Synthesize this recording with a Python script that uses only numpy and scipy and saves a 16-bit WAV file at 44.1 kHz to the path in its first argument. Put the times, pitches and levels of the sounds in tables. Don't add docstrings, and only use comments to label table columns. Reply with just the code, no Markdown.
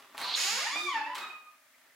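import sys
import numpy as np
from scipy import signal
from scipy.fft import rfft, irfft
from scipy.io import wavfile

SR = 44100
rng = np.random.default_rng(int(sys.argv[2]) if len(sys.argv) > 2 else 0)


def dump(signal):
    limited = np.clip(np.atleast_2d(signal).T, -1, 1)
    pcm = np.round(limited * 32767).astype(np.int16)
    wavfile.write(sys.argv[1], SR, pcm)


N = 85995
T = np.arange(N) / SR
BINS_HZ = np.fft.rfftfreq(N, 1 / SR)
TOP_HZ, PIVOT_HZ = 15800, 1468
# freq_hz, gain_db
DOOR_COLOUR = [(100, -44), (450, -13.5), (900, -12.5), (1300, -1.5), (2400, 2.5), (3800, 1), (4600, 2.5),
               (5250, 4), (5750, -2.5), (6250, -3), (6800, -1.5), (7400, -7), (8200, -7.5), (9100, -14.5),
               (9800, -8.5), (11000, -13), (16000, -24)]


def undb(db):
    return 10 ** (np.asarray(db) / 20)


def unit(x):
    return x / np.sqrt(np.mean(x ** 2) + 1e-20)


def at_hz(points, hz):
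    freqs, values = np.array(points, float).T
    return np.interp(np.log(np.maximum(hz, 1)), np.log(freqs), values)


def curve(rows, column=1):
    rows = np.array(rows, float)
    return np.interp(T, rows[:, 0], rows[:, column])


def swell(rows, column=1):
    return undb(curve(rows, column)) * (T >= rows[0][0]) * (T <= rows[-1][0])


def walk(rate_hz):
    return np.interp(T * rate_hz, np.arange(N // 8), rng.standard_normal(N // 8))


def body(x, colour, size=2048):
    gain = undb(at_hz(colour, np.fft.rfftfreq(size, 1 / SR)))
    cepstrum = irfft(np.log(gain))
    cepstrum[1:size // 2] *= 2
    cepstrum[size // 2 + 1:] = 0
    ring = irfft(np.exp(rfft(cepstrum)))
    return signal.fftconvolve(x, ring / np.linalg.norm(ring))[:N]


def diffuse_spectra(size, coherent_hz=1800):
    hz = np.fft.rfftfreq(size, 1 / SR)
    coherence = 1 / (1 + (hz / coherent_hz) ** 2)
    mid, side = rfft(rng.standard_normal((2, size)))
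    pair = mid * np.sqrt(1 + coherence) + np.array([[1], [-1]]) * side * np.sqrt(1 - coherence)
    return hz, pair / np.sqrt(2)


def hall(x, wet_db, gap_s=0.00319, size=24000):
    # freq_hz, t60_s
    decays = [(150, 0.49), (1000, 0.55), (4000, 0.49), (14000, 0.38)]
    hz, noise = diffuse_spectra(size)
    age_s, tail = T[:size] - gap_s, 0
    for band_hz, t60_s in decays:
        share = at_hz([(f, f == band_hz) for f, _ in decays], hz)
        fade = np.exp(-np.log(1000) * age_s / t60_s) * (age_s > 0)
        tail = tail + irfft(noise * share) * fade / np.linalg.norm(fade)
    wet = signal.fftconvolve(x[None], tail, axes=1)[:, :N]
    return (x + undb(wet_db) * wet) / np.hypot(1, undb(wet_db))


def rub(levels, colour, uneven_db=0, grains_per_s=8300, grain_spread_db=1):
    grains = (rng.random(N) < grains_per_s / SR) * rng.standard_normal(N)
    grains *= undb(grain_spread_db * rng.standard_normal(N))
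    grains *= undb(uneven_db * walk(120))
    return body(unit(grains) * swell(levels), colour)


def hits(rows, colour):
    force = sum(undb(level_db) * (T >= start_s) * np.exp(-np.maximum(T - start_s, 0) / decay_s)
                for start_s, level_db, decay_s in rows)
    return body(force * rng.standard_normal(N), colour)


def room_tone(level_db=-63.5):
    # freq_hz, gain_db
    colour = [(30, -35), (110, -13.5), (250, -15), (460, -18), (650, 5.5), (800, -28), (1300, -1),
              (1850, 4), (2600, -4), (4500, -6.5), (15500, -8.5)]
    _, noise = diffuse_spectra(N)
    return unit(np.array([body(side, colour) for side in irfft(noise, N)])) * undb(level_db)


def rustle():
    # time_s, level_db
    levels = [(0, -44.5), (.04, -56.5), (.12, -59.5), (.6, -61), (1.5, -70), (1.72, -72), (1.757, -69),
              (1.8, -73), (1.87, -63.5), (1.95, -80)]
    # freq_hz, gain_db
    colour = [(60, -28), (170, -15.5), (270, -3), (420, -10.5), (650, -6), (1000, 0), (2100, -6.5),
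              (3500, -9.5), (7000, -20), (16000, -26.5)]
    return rub(levels, colour, uneven_db=5.5)


def knocks():
    # start_s, level_db, decay_s
    blows = [(.147, -35.5, 0.0048), (.218, -36, 0.0084), (.319, -36.5, 0.0051), (.758, -30, 0.0056),
             (.971, -37, 0.0048), (1.215, -42, 0.017)]
    # freq_hz, gain_db
    wood = [(50, -19), (120, -32), (250, -2), (500, -1.5), (1000, 4.5), (2200, -2.5), (4000, -27),
            (7000, -32), (16000, -27)]
    return hits(blows, wood)


def spindle():
    # time_s, level_db
    levels = [(.147, -50), (.19, -36.5), (.23, -40), (.3, -43), (.36, -47.5), (.46, -47.5)]
    # freq_hz, gain_db
    colour = [(50, -55.5), (150, -13.5), (400, -22), (700, -4), (950, 2.5), (1800, -6), (3000, -12),
              (4500, -16.5), (7000, -20), (16000, -31)]
    return rub(levels, colour, uneven_db=2.5)


def knob_ticks():
    # start_s, level_db, decay_s
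    ticks = [(.1725, -36, 0.00054), (.1792, -28, 0.001), (.1875, -35, 0.0012), (.195, -45, .0015),
             (.2015, -37, 0.0029), (.213, -36.5, 0.0091)]
    # freq_hz, gain_db
    colour = [(200, -31), (1000, 2), (4000, 14), (6000, -16), (8500, 5.5), (12000, -2.5), (16000, 2)]
    return hits(ticks, colour)


def bolt_slide():
    # time_s, level_db
    levels = [(.2, -50), (.245, -37), (.3, -35), (.332, -32.5), (.355, -33.5)]
    # freq_hz, gain_db
    colour = [(500, -40), (2500, -11.5), (3400, -7), (3800, -3.5), (4250, 0.5), (4650, -6.5), (5100, -14),
              (6500, -25.5), (16000, -65)]
    return rub(levels, colour)


def bolt_snaps():
    # start_s, peak_db
    snaps = [(.2885, -39), (.2965, -26), (.3398, -19), (.3485, -18.5), (.3512, -19), (.3548, -31)]
    # freq_hz, gain_db, t60_s
    modes = [(3450, -3, 0.014), (3910, -2.5, 0.018), (4010, -1.5, 0.021), (4340, 1.5, 0.0073),
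             (4590, -22, .012)]
    start_s, peak_db = np.array(snaps).T
    age_s = np.maximum(T - start_s[:, None], 0)
    ring = 0
    for k, (hz, gain_db, t60_s) in enumerate(modes):
        fade = np.exp(-np.log(1000) * age_s / t60_s)
        ring = ring + (-1) ** k * undb(gain_db) * np.sin(2 * np.pi * hz * age_s) * fade
    return undb(peak_db) @ ring / abs(ring).max()


def hinge(wander=0.005, pivot_delay_s=0.003, pin_db=-6):
    # time_s, rate_hz
    rates = [(.355, 247), (.392, 283), (.42, 339.1), (.45, 368.9), (.5, 424), (.55, 478), (.6, 554.5),
             (.62, 642.4), (.642, 775), (.672, 895), (.7, 1011), (.73, 1135), (.77, 1201), (.81, 1219),
             (.86, 1199), (.89, 1136), (.92, 1034), (.955, 905.3), (1.008, 851.3), (1.052, 883.7),
             (1.084, 962.5), (1.148, 1017), (1.178, 1241), (1.226, 1268), (1.31, 1248), (1.41, 1243),
             (1.5, 1224)]
    # time_s, spread_ratio
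    jitter = [(.36, .008), (.5, .012), (.62, .018), (.7, .012), (.78, .005), (.85, .005), (.92, .022),
              (1.01, .008), (1.08, .022), (1.2, .005)]
    # freq_hz, gain_db
    pin_colour = [(3000, -55), (5900, -43), (6450, -14.5), (6780, -3.5), (7100, -9), (7600, -24.5),
                  (11000, -51)]
    slip_hz = curve(rates) * (1 + curve(jitter) * walk(250) + wander * walk(70))
    cycles = np.cumsum(slip_hz) / SR
    slips, grit = rasp(slip_hz, cycles)
    bending = np.exp(-4j * np.pi * pivot_delay_s * np.sqrt(PIVOT_HZ * BINS_HZ))
    door = body(irfft(rfft(slips + grit) * bending, N), DOOR_COLOUR)
    pin = undb(pin_db) * body(slips, pin_colour)
    return hall(door, wet_db=1.5) + hall(pin, wet_db=-9) + squeal(cycles)


def rasp(slip_hz, cycles, puff_decay_cycles=0.29):
    # time_s, level_db, tilt_db_per_octave, grit_db
    shape = [(.354, -36.5, 1.5, -5.5), (.378, -33.5, -0.5, 3), (.42, -32.5, 1, -0.5), (.5, -31.5, -0.5, -8),
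             (.6, -36, -1.5, -1.5), (.68, -42.5, -3.5, -1), (.75, -45.5, -4.5, -2), (.82, -48.5, 2.5, -4),
             (.88, -51, -1, 0), (.93, -52, -8.5, -3), (.975, -49.5, -12.5, -0.5), (1.03, -56.5, -18, -21),
             (1.13, -66, -13, -1), (1.17, -72, -6, -9)]
    tilt_db = curve(shape, column=2)
    slips, power = np.zeros(N), np.full(N, 1e-12)
    sounding = (T >= shape[0][0]) & (T <= shape[-1][0])
    for k in range(4, int(TOP_HZ / slip_hz.min())):
        on = sounding & (k * slip_hz < TOP_HZ)
        partial_hz = k * slip_hz[on]
        gain = undb(tilt_db[on] * np.log2(np.maximum(partial_hz / PIVOT_HZ, 1)))
        slips[on] += gain * np.cos(2 * np.pi * k * cycles[on])
        power[on] += (gain * undb(at_hz(DOOR_COLOUR, partial_hz))) ** 2 / 2
    puffs = rfft(rng.standard_normal(N) * unit(np.exp(-(cycles % 1) / puff_decay_cycles)))
    octaves = np.log2(np.maximum(BINS_HZ / PIVOT_HZ, 1))
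    grit = sum(irfft(puffs * np.maximum(1 - abs(octaves - k), 0), N) * undb(tilt_db * k)
               for k in range(5))
    grit *= np.sqrt(SR / slip_hz) / 2 * undb(curve(shape, column=3))
    door_power = np.mean(undb(at_hz(DOOR_COLOUR, BINS_HZ)) ** 2)
    force = np.sqrt(door_power / power) * swell(shape)
    return force * slips, force * grit


def squeal(cycles, flutter_db=4):
    # time_s, first_db, second_db, third_db
    levels = [(.36, -71, -64, -64), (.44, -57.5, -51.5, -52), (.52, -61, -43.5, -45),
              (.6, -49.5, -44.5, -42.5), (.645, -48, -44.5, -39.5), (.672, -35, -36.5, -45),
              (.695, -44.5, -42, -46), (.735, -38.5, -39.5, -46), (.77, -48.5, -35, -40),
              (.81, -39.5, -48.5, -42), (.86, -51.5, -38, -42.5), (.888, -31.5, -34, -47.5),
              (.925, -41, -41, -43), (.965, -33, -33.5, -42), (1.008, -41, -40, -54),
              (1.04, -36.5, -60, -42), (1.07, -40.5, -34.5, -47), (1.1, -43.5, -50, -59.5),
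              (1.14, -40, -58, -60), (1.172, -68, -56, -70), (1.23, -49, -42, -46.5),
              (1.275, -47.5, -63, -67), (1.305, -55, -41.5, -68), (1.385, -53, -67, -76),
              (1.41, -72, -57, -77), (1.44, -72, -62, -80), (1.475, -52, -66, -91), (1.5, -53.5, -71, -74),
              (1.508, -81, -76, -88)]
    sends = [-4, 1, 1]
    out = 0
    for k, wet_db in enumerate(sends, 1):
        gain = np.sqrt(2) * swell(levels, column=k) * undb(flutter_db * walk(130))
        partial = gain * np.sin(2 * np.pi * k * cycles)
        out = out + hall(partial + hall_ring(partial), wet_db)
    return out


def hall_ring(drive):
    # freq_hz, gain_db, t60_s
    resonances = [(1193, -8, 0.49), (2390, -5, 0.52), (2430, 4, .35), (3360, -2, 0.37), (3540, -4, .35)]
    ring = 0
    for hz, gain_db, t60_s in resonances:
        decay_per_s = np.log(1000) / t60_s
        gain = undb(gain_db) * 2 * decay_per_s / SR
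        ring = ring + gain * np.exp(-decay_per_s * T) * np.cos(2 * np.pi * hz * T)
    return signal.fftconvolve(drive, ring)[:N]


def groan(wander=0.013):
    # time_s, pitch_hz, level_db, octave_level_db
    tone = [(.46, 205.3, -76, -89), (.54, 210.3, -60.5, -83), (.66, 207.9, -90, -95),
            (.73, 281.8, -56.5, -60), (.79, 338, -52.5, -67), (.85, 361.7, -46.5, -66),
            (.91, 351.4, -55.5, -65), (.95, 291.8, -58, -69), (1.02, 289.2, -53.5, -78),
            (1.105, 291.5, -58, -52.5), (1.135, 288, -72, -66)]
    pitch_hz = curve(tone) * (1 + wander * walk(77.8))
    phase = 2 * np.pi * np.cumsum(pitch_hz) / SR
    return np.sqrt(2) * (swell(tone, 2) * np.sin(phase) + swell(tone, 3) * np.sin(2 * phase))


def seal_brush():
    # time_s, level_db
    levels = [(1.14, -62), (1.165, -40), (1.245, -44), (1.29, -49.5), (1.35, -61.5), (1.44, -82)]
    # freq_hz, gain_db
    colour = [(60, -47), (140, -23), (220, -5.5), (350, -2), (500, -5), (1100, 10), (2000, 3), (4200, -7),
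              (6200, -15), (6950, -20), (7350, -10), (7800, -21.5), (16000, -25)]
    return rub(levels, colour)


def seal_flicks():
    # start_s, level_db, decay_s
    flicks = [(1.148, -41, 0.0046), (1.153, -37, 0.014), (1.18, -43, 0.028)]
    # freq_hz, gain_db
    colour = [(200, -28), (1000, 4), (2500, 8.5), (4000, 10.5), (6000, -0.5), (8500, -1), (12000, -7.5),
              (16000, -5.5)]
    return hits(flicks, colour)


def shoe_squeaks(roughness=0.086, sag_hz_per_s=7600):
    # start_s, length_s, pitch_hz, level_db
    squeaks = [(1.732, 0.037, 2266, -65), (1.87, 0.017, 1630, -66), (1.891, 0.029, 2126, -66)]
    out = 0
    for start_s, length_s, pitch_hz, level_db in squeaks:
        age_s = T - start_s
        hz = (pitch_hz - sag_hz_per_s * age_s) * (1 + roughness * walk(700))
        arch = 2 * np.sin(np.pi * np.clip(age_s / length_s, 0, 1))
        out = out + undb(level_db) * arch * np.sin(2 * np.pi * np.cumsum(hz) / SR)
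    return out


def scene():
    # freq_hz, left_minus_right_db
    balance = [(150, -0.5), (700, 1), (1400, 1), (2800, -1.5), (5500, -4), (14000, -2.5)]
    handling = rustle() + knocks() + spindle() + seal_brush() + shoe_squeaks()
    catches = bolt_slide() + bolt_snaps() + seal_flicks()
    mix = hall(handling, wet_db=0.5) + hall(knob_ticks(), wet_db=-2) + hall(catches, wet_db=-3)
    mix += hinge() + hall(groan(), wet_db=-4)
    lean_db = at_hz(balance, BINS_HZ) * np.array([[1], [-1]]) / 2
    return irfft(rfft(mix) * undb(lean_db), N) + room_tone()


def record(dry):
    return signal.sosfilt(signal.ellip(10, .2, 70, TOP_HZ, fs=SR, output="sos"), dry)


dry = scene()
out = record(dry)
dump(out)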